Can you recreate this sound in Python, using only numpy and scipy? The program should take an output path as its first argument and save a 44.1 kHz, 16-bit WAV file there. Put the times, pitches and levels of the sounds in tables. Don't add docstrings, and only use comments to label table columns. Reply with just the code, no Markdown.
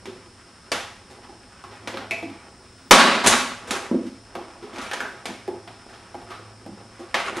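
import sys
import numpy as np
from scipy import signal
from scipy.fft import rfft, irfft, next_fast_len
from scipy.io import wavfile
from scipy.ndimage import map_coordinates

SR = 44100
rng = np.random.default_rng(int(sys.argv[2]) if len(sys.argv) > 2 else 0)


def digitize_waveform(pressure):
    field = np.atleast_2d(pressure).T
    bounded = np.clip(field, -1, 1)
    quanta = np.round(bounded * 32767).astype(np.int16)
    wavfile.write(sys.argv[1], SR, quanta)


N = 326340
SNAP_S = 2.91


def amp(db):
    return 10 ** (np.asarray(db) / 20)


def unit(x):
    return x / np.sqrt(np.mean(x ** 2) + 1e-20)


def along(points, hz):
    f, values = np.transpose(points)
    return np.interp(np.log(hz + 1), np.log(f + 1), values)


def curves(rows):
    times, *columns = np.transpose(rows)
    return [np.interp(np.arange(N) / SR, times, column) for column in columns]


def wobble(rate):
    knots = rng.standard_normal(int(N * rate / SR) + 4)
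    return map_coordinates(knots, [np.arange(N) * rate / SR])


def filtered(x, response):
    n = x.shape[-1]
    padded = next_fast_len(n + 8192)
    spectrum = rfft(x, padded) * response(np.fft.rfftfreq(padded, 1 / SR))
    return irfft(spectrum, padded)[..., :n]


def resonance(f, hz, width):
    return 1j * f * width / (hz * hz - f * f + 1j * f * width)


def spread(pair, spectrum):
    # (frequency [Hz], left-right correlation)
    alike = [(60, 0.99), (180, 1.0), (550, 0.99), (1650, 0.96), (4970, 0.86), (15000, 0.57)]

    def mid_side(hz):
        angle = np.arccos(np.clip(along(alike, hz), -1, 1)) / 2
        return amp(along(spectrum, hz)) * [np.cos(angle), np.sin(angle)]

    mid, side = filtered(pair, mid_side)
    return np.array([mid + side, mid - side])


def room_tone():
    # (frequency [Hz], relative level [dB per Hz])
    colour = [(12, -35), (20, -4.5), (97, 3.5), (159, 1), (226, -0.5), (305, 0), (751, -14.5),
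              (1440, -10.5), (1950, -16), (4420, -17.5), (5340, -10), (6290, -23), (9730, -19),
              (11200, -39), (13500, -34)]
    level_db = -51.5
    return amp(level_db) * unit(spread(rng.standard_normal((2, N)), colour))


def hum():
    # (time [s], peak level [dB])
    swells = [(0.0, -51.5), (0.45, -75), (0.9, -54), (1.15, -74), (1.96, -49.5), (2.31, -52), (2.45, -84),
              (3.6, -56), (4.2, -57), (4.9, -59.5), (5.05, -62), (5.7, -50), (5.93, -62), (6.43, -47.5),
              (7.4, -58)]
    hz = 105.5 + 1.7 * wobble(7.9)
    return amp(curves(swells)[0]) * np.sin(2 * np.pi * np.cumsum(hz) / SR)


def whine():
    # (frequency [Hz], peak level before wavering [dB])
    lines = [(4194, -75), (4441, -74), (4635, -75), (4797, -72), (5017, -71), (5184, -66), (5243, -60),
             (5394, -62), (5545, -70), (5577, -71), (5771, -68), (6126, -77), (6293, -78), (6745, -69),
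             (7165, -78), (7494, -79), (7623, -75), (8070, -68), (8091, -68), (8172, -72), (8393, -75),
             (8624, -69), (9222, -79), (9410, -71), (9507, -77), (9593, -75), (9889, -81), (10191, -75),
             (10492, -78), (10788, -79)]
    t = np.arange(N) / SR
    out = np.zeros((2, N))
    for hz, db in lines:
        phase = rng.normal(0, 0.71, (2, 1))
        out += amp(db + 1.2 * wobble(4.8)) * np.sin(2 * np.pi * hz * t + phase)
    return out


def friction(spectrum, rate, grain_db, lumpy_db):
    present = rng.random(N) < rate / SR
    size = amp(grain_db * np.minimum(rng.exponential(size=N), 3))
    grains = present * size * rng.standard_normal((2, N))
    bed = rng.standard_normal((2, N))
    return unit(amp(lumpy_db * wobble(25)) * spread(0.79 * unit(grains) + bed, spectrum))


def handling():
    # (time [s], plywood rubbing [dB], strap scraping [dB])
    hands = [(0.0, -56.5, -54), (0.8, -62, -58), (1.21, -51, -56), (1.63, -60.5, -54), (1.96, -40, -53),
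             (2.1, -42.5, -59), (2.33, -50, -53), (2.9, -64, -60), (3.5, -73, -81), (3.71, -35.5, -34),
             (3.9, -40.5, -42.5), (4.1, -61, -61), (4.3, -53, -51), (4.68, -47, -53.5), (4.8, -43.5, -38),
             (4.9, -45.5, -45), (5.09, -41.5, -43.5), (5.27, -52, -60), (6.18, -55.5, -52), (6.3, -45, -49),
             (6.47, -52.5, -57.5), (7.14, -52, -54), (7.19, -46, -29.5), (7.32, -35.5, -39),
             (7.4, -38, -36)]
    # (frequency [Hz], relative level [dB per Hz])
    plywood = [(71, -78), (120, -20.5), (223, -4), (296, -3), (362, -1), (542, -5), (835, -4), (3000, -33),
               (3900, -63), (6600, -120)]
    # (frequency [Hz], relative level [dB per Hz])
    steel = [(350, -18), (600, -9), (1280, 3), (1650, -2), (2750, -6.5), (4650, -19.5), (9620, -22),
             (12800, -47), (15000, -88)]
    shake_db, drag_db = -9, -6.5
    ply_db, strap_db = curves(hands)
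    rubbing = friction(plywood, 200, grain_db=4.0, lumpy_db=-2.0)
    scraping = friction(steel, 350, grain_db=0.5, lumpy_db=3.0)
    return ((amp(ply_db) + amp(shake_db) * lashing()) * rubbing
            + (amp(strap_db) + amp(drag_db) * lashing()) * scraping)


def garage(length):
    # (frequency [Hz], time to fall 60 dB [s])
    decay = [(100, 0.42), (260, 0.37), (700, 0.51), (1840, 0.61), (4850, 0.58), (12800, 0.47)]
    hz, t, bins = signal.stft(rng.standard_normal((2, length)), SR, nperseg=256)
    bins = bins * amp(-60 * t / along(decay, hz)[:, None])
    tail = signal.istft(bins, SR, nperseg=256)[1][:, :length]
    build_up = 1 - np.exp(-np.arange(length) / SR / 0.00074)
    tail = spread(tail * build_up, [(60, -2.5), (200, 3), (3000, -3.5), (12000, -3.0)])
    return tail / np.linalg.norm(tail[0])


def crate_voice(panel_hz, excess_db):
    # (frequency [Hz], width [Hz], level before tilt and scatter [dB])
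    modes = [(254, 68, -2), (340.3, 50.5, 6.5), (466, 55, -3), (668, 220, -3.5), (840, 110, -3.5)]
    shares = amp(rng.normal(0, 1.8, len(modes)))
    tilt_db = 1 - 0.48 * np.clip(excess_db, 0, 30)

    def voice(f):
        shared = 0
        for k, (share, (hz, width, level)) in enumerate(zip(shares, modes)):
            gain = share * amp(level + tilt_db * np.log2(hz / modes[0][0]))
            shared = shared + (-1) ** k * gain * resonance(f, hz, width)
        panels = 1.98 * resonance(f, panel_hz, 45.0) + 0.82 * shared
        return panels / (1 + 1j * f / 1200) ** 2 * 1j * f / (150 + 1j * f)

    return voice


def contacts(table, rise, contact, room_db):
    # (frequency [Hz], relative level [dB])
    crack = [(50, -42), (200, -11.5), (700, -2), (1500, -4.5), (3500, -7), (6000, -18.5), (8000, -35.5)]
    # (frequency [Hz], relative level [dB])
    edge = [(4000, -11), (6500, -5), (10000, -8.5), (12500, -21), (15000, -59)]
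    clang_width_hz = 170
    out = np.zeros((2, N + 2 * SR))
    t = np.arange(SR // 6) / SR - .001
    tail_length = SR * 5 // 8
    tick = 1. * (np.arange(len(t)) == np.argmax(t >= 0))
    for s, db, knock_db, panel_hz, clang_db, clang_hz, edge_db in table:
        burst = rng.standard_normal(len(t)) * np.exp(-t / contact) * (t >= 0) + 0.7 * tick
        voices = [lambda f: amp(along(crack, f)), crate_voice(panel_hz, knock_db - clang_db),
                  lambda f: resonance(f, clang_hz, clang_width_hz), lambda f: amp(along(edge, f))]
        levels = db + np.array([0, knock_db, clang_db, edge_db])
        first_blows, wall_dbs = (1.5, 21.0, 8.5, 0.71), (-0.5, -3.0, -2.5, -1.0)
        near, far = 0, 0
        for level, voice, first, wall_db in zip(levels, voices, first_blows, wall_dbs):
            direct, blended = filtered(np.array([burst + first * tick, tick]), voice)
            size = amp(level) / np.abs(direct).max()
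            near = near + size * direct
            same_energy = np.linalg.norm(direct) / np.linalg.norm(blended)
            far = far + amp(wall_db) * size * blended * same_energy
        sound = amp(room_db) * signal.fftconvolve(far[None], garage(tail_length), axes=1)
        sound[:, :len(t)] += near
        onset = 1 - np.exp(-np.arange(sound.shape[1]) / SR / rise)
        at = round((s + t[0]) * SR)
        out[:, at:at + sound.shape[1]] += sound * onset
    return out[:, :N]


def hits():
    # (time [s], crack peak before the rise [dB], knock re crack [dB], panel mode [Hz], clang re crack [dB],
    #  clang [Hz], edge re crack [dB])
    blows = [(0.056, -28.5, -4.5, 316, -23, 2610, -10.5), (0.0738, -44.5, 15, 375, -4, 720, -19),
             (0.7175, -12, -47, 720, -33.5, 700, -7), (1.6396, -36, -2, 362, 5.5, 1080, -27),
             (1.8742, -18.5, -14.5, 268, -16, 2030, -12), (1.941, -29, -0.5, 545, -12, 955, -33),
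             (1.972, -20, -8, 256, -8, 1380, -40), (2.1095, -22.5, -5, 667, 7.5, 2310, -9),
             (2.2263, -36.5, 10.5, 256.2, 2, 720, -32), (2.2993, -39.5, 5, 242, -8, 700, -23),
             (2.9097, 4.5, -16, 660, -11, 1160, -6), (3.2626, -8, -30, 910, -18, 1140, 0.5),
             (3.2718, -10, -14.5, 390, -36, 1620, 9.5), (3.708, -15, -9, 390, -43, 1850, -3),
             (3.9138, -41.5, 29.5, 333, 2, 840, -15), (3.9448, -40, 23.5, 252, -2, 840, -16),
             (4.0665, -35.5, 3, 268, -20, 950, -10), (4.353, -30.5, 7.5, 363, 7.5, 1030, -41),
             (4.7603, -30.5, -14, 398, -6, 2250, -13), (4.7839, -26.5, -6, 252, -12, 1270, -14),
             (4.8641, -37, -19, 805, 2, 2530, -10), (4.9136, -24, -39, 894, 8, 1700, -40),
             (4.9338, -19, -23, 226, -22, 1720, -9), (5.005, -27, -24, 786, 10, 1530, -10),
             (5.256, -16.5, -17, 770, -11.5, 2250, -7.5), (5.2898, -34.5, 5.5, 223, -2, 716, -21),
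             (5.4783, -42.5, 20, 395, 16.5, 810, -31), (5.676, -31, -29, 807, -6, 760, -30),
             (5.7418, -40, -22, 859, -18, 859, -23), (6.1441, -43.5, 14, 360, 12, 835, -23),
             (6.216, -45, 5, 378, 8, 710, -22), (6.6622, -46, 16.5, 288, 11.5, 820, -20),
             (7.1429, -10, -30, 860, -8, 2070, -19), (7.2096, -29, -25, 640, 2, 1110, -40),
             (7.3688, -29.5, 6.5, 333, -9, 860, 0)]
    return contacts(blows, rise=0.0003, contact=0.0064, room_db=1.94)


def scuffs():
    # (time [s], crack peak before the rise [dB], knock re crack [dB], panel mode [Hz], clang re crack [dB],
    #  clang [Hz], edge re crack [dB])
    slides = [(1.0994, -39, -1.5, 362, -10, 810, -4), (1.2314, -40.5, -8, 261, -1, 974, -16),
              (1.2893, -45.5, 8.5, 820, -5, 810, -14), (1.709, -34, -14, 404, -11, 840, -22),
              (1.8172, -51.5, 11, 320, -8, 867, -14), (2.7786, -42, -12, 237, -5, 1420, -14),
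              (2.8474, -50, 4, 375, -13, 1560, -8), (3.239, -6, -32, 396, -12, 956, -11),
              (3.6725, -31.5, -12, 617, -14, 1100, -1), (4.025, -42.5, 11.5, 253, -3, 740, -4),
              (4.6217, -34.5, 2.5, 414, -6, 990, -16), (4.7321, -34, -1, 262, -15, 1560, -10),
              (4.812, -27.5, -20, 248, -9, 1300, -3), (5.1634, -48, -9, 824, -1, 805, -21),
              (5.8869, -40, -3, 840, 2, 1620, -10), (5.9294, -35.5, -15, 844, -6, 1250, -20),
              (6.3041, -29, -10, 835, 4, 1240, -18), (6.685, -51, 17, 200, -15, 821, -20),
              (6.9913, -38.5, 5.5, 360, 2, 1150, -5)]
    return contacts(slides, rise=0.0058, contact=0.0077, room_db=4)


def tool():
    # (time [s], level [dB], modes above 1 kHz [dB])
    pings = [(2.11, -29, 0), (2.227, -35, -10)]
    # (frequency [Hz], relative level [dB], time to fall 60 dB [s])
    modes = [(678, -2, .3), (818, -12, .3), (1990, -5, .22), (2234, -4, .24), (2505, -2, .3),
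             (2615, 0, .34), (4285, -18, .2)]
    out = np.zeros(N + SR)
    t = np.arange(SR // 2) / SR
    for s, db, upper_db in pings:
        for hz, level, t60 in modes:
            waver = np.cumsum(rng.standard_normal(len(t))) * .012
            mode_db = db + level + upper_db * (hz > 1000)
            size = amp(mode_db - 60 * t / t60) * (1 - np.exp(-t / 0.0014))
            out[round(s * SR):][:len(t)] += size * np.sin(2 * np.pi * hz * t + waver)
    return out[:N]


def jolt():
    scale_db, length_s = -12.5, 0.0075
    u = np.clip(np.arange(N) / SR - SNAP_S, 0, 1) / length_s
    return amp(scale_db) * u * (2 - u) * np.exp(-u)


def lashing():
    # (time when fullest [s], level [dB])
    lashes = [(2.918, -13.5), (2.996, -12), (3.07, -15.5), (3.15, -19.5), (3.26, -23), (3.328, -18)]
    swell, fade = 490, 100.5
    t = np.arange(N) / SR
    each = [db - np.where(t < s, swell * (s - t), fade * (t - s)) for s, db in lashes]
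    return amp(np.max(each, axis=0)) * (t > SNAP_S)


def thrash():
    # (frequency [Hz], relative level [dB per Hz])
    loose = [(30, -86), (71, -48), (120, -11.5), (234, 1.5), (387, -6), (446, -31), (557, -1.5),
             (1130, 0.5), (3870, -6.5), (10200, -30), (12300, -40.5), (15000, -51)]
    # (frequency [Hz], width before narrowing by 0.89 [Hz])
    flex = [(237, 25), (565, 30), (1130, 87), (1590, 93), (2480, 14), (2620, 7.1), (2940, 12), (3720, 16),
            (3850, 66), (4020, 34), (4600, 58), (4870, 29), (8190, 160)]
    rattle = friction(loose, 1500, grain_db=.8, lumpy_db=1.2)
    rattle = filtered(rattle, lambda f: 1 + 0.89 * sum(resonance(f, hz, 0.89 * width) for hz, width in flex))
    return lashing() * unit(rattle)


def drum_notches(hz):
    drum_hz = 150.05
    turn = np.exp(-2j * np.pi * hz / drum_hz)
    return (1 - 0.88 * turn) / (1 - 0.41 * turn)


def scene():
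    heard = room_tone() + hum() + handling() + hits() + scuffs() + tool() + thrash()
    return filtered(heard, drum_notches) + whine() + jolt()


def record(dry):
    # (frequency [Hz], level [dB])
    treble = [(20, -1), (11500, -0.5), (13000, -7), (14500, -30), (16000, -42)]
    # (frequency [Hz], left minus right [dB])
    lean = [(60, -1), (240, -0.5), (950, -1.0), (3770, 0.0), (15000, 2)]
    top_hz = 15600
    sides = np.array([[.5], [-.5]])
    x = filtered(dry, lambda hz: amp(along(treble, hz) + along(lean, hz) * sides))
    x = x / (1 + np.abs(x) ** 8) ** (1 / 8)
    return filtered(x, lambda hz: hz < top_hz)


dry = scene()
out = record(dry)
digitize_waveform(out)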